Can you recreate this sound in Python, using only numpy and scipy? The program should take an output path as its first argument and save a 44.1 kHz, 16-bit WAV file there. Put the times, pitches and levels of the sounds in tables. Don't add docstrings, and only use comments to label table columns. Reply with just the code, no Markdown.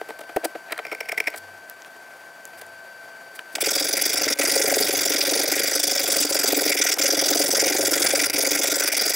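import sys
import numpy as np
from scipy import signal
from scipy.fft import rfft, irfft
from scipy.io import wavfile
from scipy.ndimage import uniform_filter1d, map_coordinates

SR = 44100
rng = np.random.default_rng(int(sys.argv[2]) if len(sys.argv) > 2 else 0)


def digitize_waveform(pressure):
    field = np.atleast_2d(pressure).T
    bounded = np.clip(field, -1, 1)
    quanta = np.round(bounded * 32767).astype(np.int16)
    wavfile.write(sys.argv[1], SR, quanta)


def invert_db(level):
    return 10 ** (np.asarray(level, dtype=float) / 20)


N = 403515
TIME = np.arange(N) / SR


def evened(x):
    return x / np.sqrt(np.mean(x ** 2) + 1e-20)


def wander(samples):
    return evened(uniform_filter1d(rng.standard_normal(N), samples))


def read(points, hz):
    f, value = np.transpose(points)
    return np.interp(np.log(hz + 1), np.log(f + 1), value)


def ring(x, modes, valley_db):
    hz = np.fft.rfftfreq(8192, 1 / SR)
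    power = sum(invert_db(db) ** 2 / (1 + (2 * (hz - f) / w) ** 2) ** 2 for f, w, db in modes)
    fold = irfft(np.log(power + invert_db(valley_db) ** 2) / 2)
    fold[1:4096] *= 2
    fold[4097:] = 0
    taps = irfft(np.exp(rfft(fold)))[:4096]
    return signal.oaconvolve(x, taps / np.linalg.norm(taps))[:N]


def grit(lumpy_db, count):
    lumps = np.clip(wander(count), -3, 1.8)
    return evened(rng.standard_normal(N) * invert_db(lumpy_db * lumps))


def thin(x):
    return signal.sosfilt(signal.butter(3, 240, "high", fs=SR, output="sos"), x)


def ports(x, balance, apart_db):
    tilt = invert_db(read(balance, np.fft.rfftfreq(N, 1 / SR)) / 2)
    echo = thin(thin(rng.standard_normal(600) * invert_db(-60 * np.arange(600) / 600)))
    shade = invert_db(apart_db + 4.5 * wander(1500))
    side = signal.oaconvolve(x, echo / np.linalg.norm(echo))[:N] * shade
    left = irfft(rfft(x) * tilt, N) + side
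    right = irfft(rfft(x) / tilt, N) - side
    return np.array([left, right])


def shop():
    # (pitch_hz, level_db per Hz)
    hiss = [(59, -49), (100, -20.5), (413, -10), (671, -2.5), (1270, -11.5), (1560, -4.5), (1850, -11),
            (3890, -22), (4700, -21), (5010, -21.5), (13500, -26.5), (15700, -32)]
    # (pitch_hz, level_db, width_hz)
    tones = [(673, -54.5, 5.0), (1544, -45.3, 1.5), (1985, -67, 8), (2315, -63, 4.5), (4635, -62, 7)]
    # (time_s, level_db)
    lamp = [(0, -1), (1.4, -0.5), (1.95, -3.5), (2.5, -2.5), (2.8, 0), (3.6, -1.5), (9.15, -13)]
    # (start_s, length_s, level_db)
    rumble = [(1.357, 0.32, -59), (2.5, 0.38, -66), (4.1, 0.24, -56), (4.696, 0.56, -56), (5.5, 0.22, -59),
              (6.15, 0.27, -60), (7.783, 0.163, -50), (8.02, 0.4, -53)]

    hz = np.fft.rfftfreq(N, 1 / SR)
    coloured = irfft(rfft(grit(1.0, count=900)) * invert_db(read(hiss, hz)), N)
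    out = invert_db(-46.5) * evened(coloured)
    swell = invert_db(np.interp(TIME, *np.transpose(lamp)))
    for f, db, width in tones:
        drift, flutter = wander(3000), wander(3000)
        turns = np.cumsum(f + width / 2 * drift) / SR
        out += np.sqrt(2) * invert_db(db + .2 * width * flutter) * swell * np.sin(2 * np.pi * turns)
    for s, length, db in rumble:
        u = np.clip((TIME - s) / length, 0, 1)
        out += invert_db(db) * np.sin(np.pi * u ** 0.67) * np.sin(2 * np.pi * 96 * TIME)
    return out


def knocks():
    # (start_s, length_ms, board_db,
    # scrape_db)
    bumps = [(0.01, 6.5, -33.5, -47), (0.085, 12, -37, -45), (0.098, 12, -37, -48), (0.188, 7.2, -32, -41),
             (0.205, 13, -38, -44), (0.235, 4.7, -36, -54), (0.289, 12, -37, -53), (0.361, 9.6, -23.5, -33),
             (0.429, 16, -35, -64), (0.442, 17.3, -27.5, -25.5), (0.547, 13, -34, -60),
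             (3.58, 4, -25.5, -40)]
    # (start_s, length_ms,
    # frame_db, board_db)
    clanks = [(0.681, 4.3, -44, -45), (0.703, 16, -37, -44), (0.72, 11.3, -23.5, -39.5),
              (0.786, 11.3, -33, -33), (0.849, 6.9, -30.5, -33.5), (0.867, 2.3, -25, -34),
              (0.9158, 3.3, -24, -26), (0.922, 11, -28.5, -31.5), (1.004, 7.7, -21.5, -31),
              (1.054, 8.7, -37, -48), (1.086, 12, -22.5, -40), (1.118, 8.8, -18.5, -36),
              (1.143, 9.4, -44, -57), (1.174, 15, -20, -36), (1.201, 5.6, -14.5, -33),
              (1.24, 3.5, -32, -43), (1.268, 19, -19.5, -32), (1.337, 16, -34.5, -39),
              (2.532, 8.8, -43, -46), (3.39, 5, -25.5, -47), (6.961, 21, -40, -37)]
    # (start_s, length_ms, scrape_db, frame_db)
    scrapes = [(0.72, 7.2, -28.5, -40), (0.777, 4.4, -36, -30), (0.947, 5.7, -38, -30.5),
               (1.301, 5.4, -40, -42), (1.358, 11, -38, -44), (1.37, 20, -36.5, -51), (2.572, 34, -47, -50),
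               (2.612, 9.5, -39.5, -36.5), (3.348, 26, -42.5, -50), (3.518, 33, -49, -61),
               (6.963, 16, -36, -40)]

    bumped = [(s, ms, board, board - 7.5, scrape) for s, ms, board, scrape in bumps]
    clanked = [(s, ms, board, frame, frame - 16) for s, ms, frame, board in clanks]
    scraped = [(s, ms, frame - 10, frame, scrape) for s, ms, scrape, frame in scrapes]
    return bumped + clanked + scraped


def clamp():
    # (pitch_hz, width_hz, level_db)
    bench_modes = [(325, 46, -1), (447, 110, 3), (665, 240, 1), (900, 170, -9.5), (1450, 2600, -15)]
    free_modes = [(2180, 490, 8), (2220, 1060, -15.5), (2900, 170, -17), (5410, 480, -7)]
    held_modes = [(1860, 1320, 4.5), (4020, 490, -8)]
    screw_modes = [(4800, 1300, -7), (7260, 500, -28), (8100, 810, -4), (9800, 1500, -5.5),
                   (13100, 3800, -10)]

    shapes = np.zeros((3, N))
    for s, ms, *level_db in knocks():
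        part = shapes[:, round(s * SR):][:, :SR // 2]
        u = TIME[:part.shape[1]] / (ms / 1000)
        shape = np.sin(np.pi * np.minimum(u, 1) ** 0.89) + 0.13 * np.exp(-u / 1.8) * (u > 0)
        part[:] = np.maximum(part, invert_db(np.array(level_db))[:, None] * shape)
    turning = abs(TIME - 1.08) < .25
    rattle = invert_db(-64.0 + 25.4 * np.tanh(wander(200))) * (abs(TIME - 1) < .34)
    late = np.roll(shapes[0], round(0.0032 * SR))
    bench = invert_db(5.5) * ring(grit(4.9, count=30) * late, bench_modes, -41)
    shake = grit(3.5, count=30) * (shapes[1] + rattle)
    scrape = grit(1.2, count=20) * shapes[2]
    frame = ring(shake * turning, free_modes, -26) + ring(shake * ~turning, held_modes, -39)
    return thin(bench + frame + ring(scrape, screw_modes, -13))


def walls(x):
    t = np.arange(4000) / SR
    dull = signal.lfilter([1], [1, -.6], rng.standard_normal(4000))
    tail = dull * invert_db(-60 * t / 0.014) * (t > .001)
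    return signal.oaconvolve(x, tail / np.linalg.norm(tail))[:N]


def thud():
    # (pitch_hz, level_db, t60_s)
    parts = [(70, -49, .06), (473, -16, 0.039)]
    t = np.maximum(TIME - .363, 0)
    return sum(invert_db(db - 60 * t / t60) * np.sin(2 * np.pi * hz * t) for hz, db, t60 in parts)


def ticks():
    # (start_s, peak_db, pitch_hz)
    touches = [(1.6985, -17.5, 12200), (1.821, -25.5, 6460), (1.848, -23, 2920), (1.861, -32, 10000),
               (2.454, -17, 7200), (2.477, -32, 11000), (2.489, -38, 14500), (2.666, -32, 8500),
               (3.552, -21, 4800), (8.299, -6, 5000)]
    out, t = np.zeros(N), np.arange(400) / SR
    for s, db, hz in touches:
        tone = np.sin(2 * np.pi * hz * t) * invert_db(-60 * t / 0.0016)
        click = .5 * rng.standard_normal(400) * invert_db(-60 * t / 0.00096)
        out[round(s * SR):][:400] += invert_db(db) * (tone + click)
    return out


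def strokes():
    # (time_s, bite_db of the teeth, extra push_bite_db, weight_db on the board, drag_db on bare wood)
    hands = np.array([(3.6, -18, 0.5, -37.5, -30), (4.1, -20.5, -3.5, -37.5, -30.5),
             (4.3, -20, 4, -31.5, -26.5), (4.43, -18, 2, -35, -22.5), (4.75, -18.5, 2, -28, -27.5),
             (5.0, -19, 0.2, -36, -27), (5.28, -17, 1, -32, -29.5), (5.58, -21, -1, -34.5, -26.5),
             (5.85, -19.5, -1, -37, -30.5), (6.15, -18, 0.7, -35.5, -28), (6.38, -16.5, 0, -38, -26.5),
             (6.6, -19, -0.5, -30, -28), (6.85, -15.5, 3, -39.5, -27), (7.2, -17, 1.5, -32.5, -28),
             (7.75, -19, 2.5, -30, -26), (8.1, -17, 4, -32.5, -26), (8.45, -19, 0.3, -32.5, -28),
             (8.8, -18.5, -1.5, -37, -26.5)])
    # (turn_s, number of the stroke it starts)
    pace = [(3.602, 3), (3.636, 4), (3.682, 6), (3.865, 14), (4.031, 22), (4.228, 32), (4.277, 34),
            (4.386, 39), (4.494, 44), (4.693, 54), (4.947, 66), (5.027, 70), (5.247, 80), (5.495, 92),
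            (5.929, 114), (6.22, 128), (6.321, 132), (6.674, 148), (6.714, 150), (6.91, 158), (6.983, 161),
            (7.01, 162), (7.635, 190), (8.357, 224), (8.402, 226), (8.737, 242), (8.988, 254)]
    # (start_s, stroke number, bite_db)
    breaks = [(3.5527, 0, -14), (3.561, 1, -41), (3.578, 2, -44), (4.193, 30, -25.5), (4.251, 33, -26),
              (4.343, 37, -47), (4.371, 38, -35), (5.81, 108, -26.5), (6.248, 129, -20.5), (6.26, 130, -23),
              (6.285, 131, -20), (6.937, 159, -19), (6.947, 160, -35), (7.888, 202, -24.5),
              (8.275, 220, -31.5), (8.298, 221, -19.5), (8.309, 222, -37), (8.329, 223, -20),
              (8.895, 250, -29.5), (9.157, 262, -36)]

    at, number = np.transpose(sorted(pace + [row[:2] for row in breaks]))
    order = np.arange(round(number[-1]) + 1)
    late, scatter = rng.standard_normal((len(order), 2)).T
    shift = .0007 * late - .0015 * (order % 2)
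    s = np.interp(order, number, at) + shift * ~np.isin(order, number)
    bite_db, lean_db, weight_db, wood_db = (np.interp(s, hands[:, 0], c) for c in hands[:, 1:].T)
    bite_db = bite_db + lean_db * (-1) ** order + 1.1 * scatter
    for _, k, db in breaks:
        bite_db[k] = db
    return s, bite_db, weight_db, wood_db


def rasp():
    # (pitch_hz, width_hz, level_db)
    steel_modes = [(3362, 120, -10), (3455, 63, -5), (3740, 360, -13.5), (4830, 610, -5.5), (4854, 105, -5),
                   (5445, 303, -3), (6010, 270, -6), (6270, 1100, -11), (7196, 550, -10),
                   (7990, 560, -10.5), (9310, 950, -11.5), (9860, 370, -9.5), (10540, 440, -13.5),
                   (11300, 770, -15), (12940, 1300, -18), (14700, 850, -13), (13300, 760, -15),
                   (15800, 730, -13.5)]
    wood_modes = [(1406, 99, -2.5), (1557, 175, 0), (1930, 73, 0), (2170, 770, 0.5), (2530, 250, -31),
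                  (2904, 94, -6)]
    board_modes = [(93.5, 36, -30.5), (296, 39, -0.5), (367, 95, -4), (437, 116, -2.5), (546, 49, 2),
                   (642, 210, -8.5), (764, 160, -12.5), (1085, 310, -31)]

    s, bite_db, weight_db, wood_db = strokes()
    order = np.arange(len(s))
    push = (-1) ** order
    fine_db = -2.6 + 0.38 * (weight_db - weight_db.mean()) - 4.8 * push
    weaker_db = np.minimum(bite_db, np.roll(bite_db, 1))
    jolt_db = weight_db + 9.5 * push + 0.54 * np.minimum(weaker_db + 15.5, 0)
    place = np.interp(TIME, s, order, left=-1)
    k = np.clip(place.astype(int), 0, len(s) - 2)
    lasts_s = np.diff(s)[k]
    chance = rng.standard_normal((len(s), 26))

    tap = (np.diff(bite_db)[k] < -13) & (lasts_s < .016)
    lean = np.clip(.85 - 0.16 * (k % 2) + 0.2 * chance[k, 25], .4, 1.2)
    arc = np.sin(np.pi * (place % 1) ** np.where(tap, .2, lean))
    speed = np.tanh(1.46 * arc ** (70 * lasts_s))
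    rest = invert_db(np.interp(place, order, weaker_db - 24.0 + 7.3 * chance[:, 0]))
    drive = (rest + speed * np.maximum(invert_db(bite_db[k]) - rest, 0)) * (place >= 0)
    pressure = drive / uniform_filter1d(drive + 1e-4, 8000) * invert_db(1.13 * chance[k, 1])
    drag = grit(1.24, count=60) * pressure ** 0.64 * invert_db(wood_db[k] - 1.97)
    wood = ring(drag, wood_modes, -18.5)
    steel = ring(grit(2.2, count=12) * drive, steel_modes, -26)
    hz, t, z = signal.stft(steel + wood, SR, nperseg=128)

    spot = np.interp(t, s, order)
    colour = map_coordinates(chance[:, 2:], np.meshgrid(spot - .5, hz / 660), order=1, mode="nearest")
    grip = evened(uniform_filter1d(rng.standard_normal((len(s), 40)), 9, axis=0))
    grip = map_coordinates(grip, np.meshgrid(spot, hz / 600), order=1, mode="nearest")
    spots_db = 3.0 * colour + 2.0 * grip - 1.4
    treble = np.clip(hz / 2500 - 3.1, 0, 1)[:, None]
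    z = z * invert_db(spots_db + fine_db[spot.astype(int)] * treble)
    teeth = thin(signal.istft(z, SR, nperseg=128)[1][:N])

    jolt = invert_db(np.interp(TIME + 0.011, s, jolt_db, left=-99)) * (1.04 + 0.37 * np.cos(2 * np.pi * place))
    at = s[::2] - .011
    last = np.maximum(np.searchsorted(at, TIME) - 1, 0)
    blow = invert_db(jolt_db[::2][last] + 4) * np.exp(-abs(TIME - at[last]) / 0.0052) * (TIME > s[0])
    shaken = grit(2.5, count=40) * (invert_db(1.0) * jolt + blow)
    return teeth + ring(shaken, board_modes, -44)


def scene():
    # (pitch_hz, balance_db)
    work_side = [(110, 0), (600, 2.4), (1290, .5), (2380, -1), (4400, 0), (8120, -1), (15000, 0)]
    room_side = [(200, 0), (700, 1.5), (1400, 4.5), (2380, 2), (4400, -3), (9000, -.5)]
    work = rasp() + clamp() + thud() + thin(ticks())
    work = work + invert_db(-20) * walls(work)
    return ports(work, work_side, -22) + ports(shop(), room_side, -19)


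def low_pass(x):
    return signal.sosfilt(signal.butter(12, 16690, fs=SR, output="sos"), x)


def record(dry):
    edge = signal.firwin(401, 15800, window=("kaiser", 5), fs=SR)
    held = .55 * np.tanh(dry / .55)
    return low_pass(signal.oaconvolve(held, edge[None], "same", axes=1))


dry = scene()
out = record(dry)
digitize_waveform(out)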